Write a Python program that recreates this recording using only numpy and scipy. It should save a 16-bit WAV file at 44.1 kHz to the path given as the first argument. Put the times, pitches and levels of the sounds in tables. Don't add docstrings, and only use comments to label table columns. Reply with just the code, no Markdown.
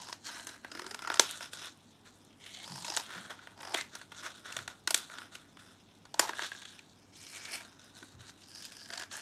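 import sys
import numpy as np
from scipy import signal
from scipy.fft import rfft, irfft, next_fast_len
from scipy.io import wavfile

SR = 44100
rng = np.random.default_rng(int(sys.argv[2]) if len(sys.argv) > 2 else 0)


def amp(db):
    return 10 ** (np.asarray(db, float) / 20)


def wav_out(sig):
    wavfile.write(sys.argv[1], SR, np.round(np.clip(np.atleast_2d(sig).T, -1, 1) * 32767).astype(np.int16))


N = 406161

# (frequency [Hz], width [Hz], relative gain [dB])
BODY_MODES = [(321.6, 80, 0.5), (680, 140, 1.5), (916, 83, 5.5), (1590, 900, 6), (1963, 780, 1.5)]
TREBLE_MODES = [(2860, 1400, 5.5), (4300, 2520, 10), (5000, 870, 10.5), (6370, 1360, 1), (8630, 2800, 1.5)]
# (start [s], low ring [Hz], high ring [Hz], share of chatter [0-1])
STROKES = [(0, 970, 5115, 0.4), (0.13, 1594, 3890, 0), (.7, 1385, 5095, 0.2), (1.228, 1454, 3470, 0.08),
           (2.299, 2178, 3100, 0.3), (2.65, 908, 5100, 0.4), (3.019, 1460, 3300, 0.06),
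           (3.551, 871, 5000, .5), (3.758, 2030, 3450, 0.02), (3.9, 1436, 3450, 0.08), (6.1, 900, 4410, 0),
           (6.28, 1640, 3400, 0.12), (6.999, 2300, 4340, 0.05), (7.629, 1490, 3660, 0.19),
           (8.429, 1653, 4900, 0.3), (9.08, 1670, 4300, 0.05)]
# (start [s], end [s], start pitch [Hz], end pitch [Hz], ring gain [dB re body])
FLAPS = [(0.633, 0.964, 253, 440, -10), (2.57, 2.68, 720, 960, -5), (2.87, 2.96, 580, 1100, -6),
         (3.6, 3.74, 505, 950, -9), (8.69, 9.03, 620, 720, -11)]
FLAP_SHARPNESS = 13.5


def rms_one(x):
    return x / np.sqrt(np.mean(x ** 2) + 1e-20)


def top_one(x):
    return x / np.max(np.abs(x))


def resonance(x, hz, width_hz):
    r = np.exp(-np.pi * width_hz / SR)
    feedback = [1, -2 * r * np.cos(2 * np.pi * hz / SR), r * r]
    return signal.lfilter([(1 - r * r) / 2, 0, (r * r - 1) / 2], feedback, x)


def plate(x, modes, offsets_db):
    out = 0
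    for k, ((hz, width_hz, db), offset_db) in enumerate(zip(modes, offsets_db)):
        out = out + (-1) ** k * amp(db + offset_db) * resonance(x, hz, width_hz)
    return out


def drift(rate_hz):
    r = np.exp(-2 * np.pi * rate_hz / SR)
    settled = signal.lfilter([1], [1, -2 * r, r * r], rng.standard_normal(N + SR))[SR:]
    return rms_one(settled)


def swell(t_s, length_s):
    u = 2 * t_s / length_s
    return (u * np.exp(1 - u)) ** 2


def air():
    # (frequency [Hz], relative density [dB per Hz])
    spectrum = [(43, -11.5), (70, -17), (92, -6.5), (111, -13), (134, -8.5), (277, -5.5), (373, -12),
                (560, -18), (775, -16), (6740, -39.5), (16000, -43.5)]
    noise_rms_db = -62.5
    hum_hz, hum_rms_db, waver_db = 100, -73, 0.68
    hz, db = np.transpose(spectrum)
    size = next_fast_len(N)
    bins_hz = np.maximum(np.fft.rfftfreq(size, 1 / SR), 1)
    shape = amp(np.interp(np.log(bins_hz), np.log(hz), db))
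    noise = irfft(rfft(rng.standard_normal(size)) * shape, size)[:N]
    sine = np.sqrt(2) * np.sin(2 * np.pi * hum_hz * np.arange(N) / SR)
    hum = sine * amp(hum_rms_db + waver_db * drift(2.5))
    return amp(noise_rms_db) * rms_one(noise) + hum


def bumps():
    # (start [s], rms at the top [dB], twice the rise time [ms], pitch [Hz])
    bump_events = [(2.67, -52.5, 135, 151), (3.148, -52.5, 79, 182), (4.52, -57, 146, 105.6),
                   (8.021, -46.5, 15, 289), (8.119, -56, 120, 100)]
    t_s, out, shake = np.arange(N) / SR, 0, rng.standard_normal(N)
    for start_s, db, ms, hz in bump_events:
        wood = rms_one(resonance(resonance(shake, hz, 80), hz, 80))
        out = out + amp(db) * swell(np.maximum(t_s - start_s, 0), ms / 1000) * wood
    return out


def room(x):
    bass_t60_s, twice_as_fast_hz, build_s = 0.2, 18000, 0.00083
    edges_hz, out = 200 * 2 ** np.arange(0, 6.5, 0.75), 0
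    build = np.exp(-1 / (build_s * SR))
    diffuse = rng.standard_normal((2, N))
    for k, (low, high) in enumerate(zip(edges_hz, edges_hz[1:])):
        band = signal.butter(2, [low, high], "band", fs=SR, output="sos")
        fade = amp(-120 * (1 + (low / twice_as_fast_hz) ** 2) / (bass_t60_s * SR))
        power = signal.lfilter([1 - build], [1, -build], signal.sosfilt(band, x) ** 2)
        power = signal.lfilter([1 - fade], [1, -fade], power)
        out = out + np.sqrt(power) * rms_one(signal.sosfilt(band, diffuse[k % 2]))
    return out


def chatter():
    slips_per_s, rate_spread_db, force_spread_db = 55, 3.3, 2.2
    turns = np.cumsum(slips_per_s * amp(rate_spread_db * drift(27.75))) / SR
    force = amp(rng.normal(0, force_spread_db, SR))[turns.astype(int)]
    return rms_one(force * np.sin(np.pi * (turns % 1) ** 0.3) ** 6)


def pressure(t_s):
    # (start [s], end [s], treble at start [dB], treble at end [dB], body [dB re treble])
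    rubs = [(0.0, 0.102, -50, -51, -1.5), (0.262, 0.423, -46.5, -50.5, -2), (0.48, 0.548, -50.5, -57, 1.5),
            (0.64, 0.925, -63, -58, 4), (0.964, 1.205, -64, -52.5, 6.5), (1.235, 1.375, -42, -48, -5.5),
            (1.43, 1.444, -38.5, -48, -3), (1.536, 1.674, -48, -47, -5.5), (2.06, 2.072, -61, -58.5, -1),
            (2.41, 2.975, -57, -44.5, -4), (2.987, 3.065, -48, -55, -3.5), (3.093, 3.26, -54, -54, 5),
            (3.306, 3.308, -52, -53.5, 8.5), (3.34, 3.53, -62.5, -69, 4), (3.573, 3.781, -60, -43, 4.5),
            (3.932, 4.02, -55, -60, 0), (4.123, 4.197, -61, -50, -3.5), (4.233, 4.258, -51, -46, 4),
            (4.275, 4.4, -56, -59, -3), (4.458, 4.622, -51.5, -55.5, 2.5), (4.695, 4.716, -58, -57, 5),
            (4.975, 5.08, -43.5, -58.5, -6), (5.11, 5.238, -55, -57.5, 4), (5.323, 5.5, -57, -73, 0.5),
            (5.595, 5.73, -63, -64, 0), (6.208, 6.302, -42, -52, 3.5), (6.354, 6.445, -51, -41.5, -1.5),
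            (6.522, 6.825, -53, -62.5, -4.5), (7.135, 7.32, -57, -50.5, -12), (7.333, 7.37, -46, -44.5, -5),
            (7.4, 7.5, -52, -48.5, -1), (7.498, 7.544, -51, -40, -5), (7.568, 7.776, -52.5, -68, 0.5),
            (7.797, 7.928, -57.5, -65, -5), (7.956, 8.162, -54, -66.5, -6), (8.196, 8.291, -62, -57, -2),
            (8.31, 8.442, -69, -56.5, -14), (8.476, 8.64, -58, -51, -10), (8.673, 8.875, -55.5, -56, -6),
            (8.91, 9.02, -56, -53, 3), (9.128, 9.153, -44, -41.5, -5.5), (9.166, 9.21, -45, -54, -1.5)]
    press_db_per_s, lift_db_per_s = 699.5, 275
    treble_db, body_db = -69, -82
    for start, end, start_db, end_db, tilt_db in rubs:
        course_db = np.interp(t_s, [start, max(end, start + 1 / SR)], [start_db, end_db])
        onset_db = press_db_per_s * np.maximum(start - t_s, 0)
        release_db = lift_db_per_s * np.maximum(t_s - end, 0)
        db = course_db - onset_db - release_db
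        treble_db = np.maximum(treble_db, db)
        body_db = np.maximum(body_db, db + tilt_db)
    return treble_db, body_db


def rubbing():
    grains_per_s, grain_db, clump_db, clump_hz = 6000, 3.38, 1.3, 49
    ticks_per_s, tick_gain_db, tick_hz = 30, 21, 8500
    colour_db, colour_hz = 2.2, 9.3
    low_ring_db, high_ring_db, flap_rub_db = 12.5, 10.5, 16
    friction_cut_hz = 11000
    t_s = np.arange(N) / SR
    treble_db, body_db = pressure(t_s)
    strokes = np.array(STROKES)
    stroke = np.searchsorted(strokes[1:, 0], t_s)
    share = np.clip(strokes[stroke, 3], 0, 1)

    sizes = amp(grain_db * np.minimum(rng.exponential(1, N), 5)) * rng.choice([-1, 1], (2, N))
    grains = sizes * (rng.random(N) < grains_per_s / SR) * amp(clump_db * drift(clump_hz))
    grains = grains * (1 - share + share * chatter())
    flicks = sizes[0] * (rng.random(N) < ticks_per_s / SR)
    ticks = resonance(resonance(flicks, tick_hz, tick_hz / 2), tick_hz, tick_hz)
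    ticks = amp(tick_gain_db) * ticks

    shifts_db = [colour_db * drift(colour_hz) for _ in BODY_MODES + TREBLE_MODES]
    body = plate(grains[0], BODY_MODES, shifts_db)
    treble = plate(grains[1], TREBLE_MODES, shifts_db[len(BODY_MODES):])
    for k, (start, low_hz, high_hz, _) in enumerate(STROKES):
        held = slice(round(max(start, 0) * SR), np.searchsorted(stroke, k + 1))
        body[held] += amp(low_ring_db) * resonance(grains[1, held], low_hz, 150)
        treble[held] += amp(high_ring_db) * resonance(grains[1, held], high_hz, 450)
    for start, end, from_hz, to_hz, flap_db in FLAPS:
        held = slice(round(start * SR), round(end * SR))
        pitch_hz = np.interp(t_s[held], [start, end], [from_hz, to_hz])
        turns = np.exp(2j * np.pi * np.cumsum(pitch_hz) / SR)
        r = np.exp(-np.pi * from_hz / FLAP_SHARPNESS / SR)
        glide = 2 * (turns * signal.lfilter([1 - r], [1, -r], grains[1, held] / turns)).real
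        body[held] += amp(flap_db + flap_rub_db) * glide
    soft = signal.lfilter(*signal.butter(2, friction_cut_hz, fs=SR), treble)
    return amp(body_db) * rms_one(body) + amp(treble_db) * (rms_one(soft) + ticks)


def cracks(size=2600):
    # (start [s], treble peak [dB], body peak before flex and flap [dB re treble],
    #          optional torn-edge ring [Hz], else the high ring of the stroke)
    crack_events = [(0.094, -42, 3), (0.126, -27.5, -3.5), (0.367, -48, 11), (0.395, -39, 1),
                    (0.468, -30, -7, 6450), (0.489, -38, -3), (0.6461, -48, 15), (0.7145, -33, -4),
                    (0.749, -36, -1), (0.772, -42, 3), (0.7921, -33, 3), (0.817, -35, 0), (0.842, -43, 3),
                    (0.863, -32, -1), (0.9084, -33.5, -2.5), (0.944, -30, -1.5), (0.9901, -37, 3),
                    (1.0195, -36, 2), (1.0475, -38, 10), (1.0725, -32, 6.5), (1.1, -30, 11),
                    (1.116, -36, 6), (1.122, -34, 4, 3800), (1.1397, -22, -4.5), (1.155, -34, 0),
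                    (1.1694, -28.5, -0.5), (1.1947, -1, -10, 6240), (1.4069, -37.5, 7), (1.531, -30, -3.5),
                    (2.755, -36, -4), (2.777, -37, -3), (2.8445, -29.5, -9, 2430), (2.8631, -31, -12),
                    (2.879, -27.5, -7.5), (2.899, -26.5, -11), (2.9197, -35.5, -2.5), (2.937, -32, -6),
                    (2.9645, -18, -15, 8000), (2.9705, -16, -8, 4800), (2.997, -31, -2, 4360),
                    (3.1812, -45, 5.5), (3.39, -54, 10), (3.471, -46.5, 12), (3.6067, -40.5, -1, 2550),
                    (3.742, -14.5, -5, 3240), (3.8096, -28, -0.5), (3.9508, -31, -6, 5900), (4.013, -41, 3),
                    (4.1175, -42, 4), (4.5217, -29.5, -16, 2780), (4.565, -23.5, -3.5), (4.588, -32, 2),
                    (4.6766, -29, -0.5), (4.873, -17, -6, 4350), (4.9054, -16, -10.5, 4670),
                    (4.943, -7.5, -13.5, 6000), (5.098, -48.5, 11), (5.1832, -33.5, 3), (5.217, -50, 15.5),
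                    (5.3509, -33.5, -4.5, 2800), (5.569, -47.5, 5), (6.052, -43, -3, 4600),
                    (6.1411, -30.5, -0.5, 5960), (6.1928, -9.5, -2, 7010), (6.2926, -38, 15),
                    (6.332, -39.5, 9.5), (6.392, -35, 13), (6.4191, -27.5, -3), (6.516, -42, 12),
                    (6.548, -46, 7), (6.617, -40, 0), (6.651, -35.5, -6.5), (6.79, -37.5, -16, 2400),
                    (7.265, -38.5, -12, 5970), (7.45, -33, -16), (8.026, -46, 6), (8.293, -44, 1.5),
                    (8.556, -38, -12), (8.621, -39, -11), (8.649, -33.5, -15), (8.719, -37, -9),
                    (8.812, -41, -8), (8.856, -41, -8), (8.887, -41, -6), (8.9015, -33, -2),
                    (8.9245, -37, -4), (8.933, -31, -4), (8.955, -38, -4), (8.974, -28, -9),
                    (8.994, -30, -7), (9.009, -36, 0), (9.019, -36, 0), (9.032, -35, -2), (9.112, -38, -3)]
    tear_ms, tear_spread_db = 3.54, 1.5
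    weak_ms_per_db, dull_ms_per_db = 0.055, 0.2
    fibre_db, luck_db = 3.0, 2.0
    edge_db, held_db, held_width_hz = 6.5, 5, 105
    ring_db_per_db = 0.2
    dull_ring_db_per_db = 0.4
    snap_db, flex_db, flex_hz = 24, -10, 430
    out, t_s = np.zeros(N + size), np.arange(size) / SR
    count, modes = len(crack_events), len(BODY_MODES) + len(TREBLE_MODES)
    fibres = rng.standard_normal((count, 2, size))
    fibres = fibres * amp(fibre_db * rng.exponential(1, (count, 1, size)))
    chance = rng.standard_normal((count, modes + 1))
    for (s, db, body_db, *edge_hz), tear, (*luck, lasting) in zip(crack_events, fibres, chance):
        luck = luck_db * np.array(luck)
        loudest_db, dull_db = max(db, db + body_db), max(body_db, 0)
        length_ms = max(tear_ms - weak_ms_per_db * loudest_db - dull_ms_per_db * dull_db, 1)
        length_s = length_ms / 1000 * amp(tear_spread_db * lasting)
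        snap = amp(snap_db + db) * (np.arange(size) == round(length_s * SR / 2))
        burst = (tear + snap) * swell(t_s, length_s)

        begun = [stroke for stroke in STROKES if stroke[0] <= s or stroke is STROKES[0]]
        _, held_hz, high_hz, _ = begun[-1]
        ring_db = -ring_db_per_db * loudest_db
        edge = resonance(burst[1], (edge_hz or [high_hz])[0], 420)
        treble = plate(burst[0], TREBLE_MODES, luck[len(BODY_MODES):])
        treble = treble + amp(edge_db + ring_db) * edge
        held = resonance(burst[0], held_hz, held_width_hz)
        held = amp(held_db + ring_db + dull_ring_db_per_db * dull_db) * held
        body = top_one(plate(burst[1], BODY_MODES, luck[:len(BODY_MODES)]) + held)
        body += amp(flex_db + db / 2) * top_one(resonance(snap, flex_hz, flex_hz / 2))
        for start, end, from_hz, to_hz, flap_db in FLAPS:
            if start < s < end:
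                hz = np.interp(s, [start, end], [from_hz, to_hz])
                body += amp(flap_db) * top_one(resonance(burst[0], hz, hz / FLAP_SHARPNESS))
        at = round(s * SR)
        out[at:at + size] += amp(db) * (amp(body_db) * body + top_one(treble))
    return signal.sosfilt(signal.butter(2, 190, "high", fs=SR, output="sos"), out[:N])


def scene():
    room_db = -11
    table = cracks() + rubbing()
    return (table + amp(room_db) * room(table) + bumps() + air())[None]


def roll_off(x):
    return signal.sosfilt(signal.butter(12, 16530, fs=SR, output="sos"), x)


def record(dry):
    band = signal.butter(4, [42, 14000], "band", fs=SR, output="sos")
    mix = signal.sosfilt(band, dry)
    return roll_off(mix)


dry = scene()
out = record(dry)
wav_out(out)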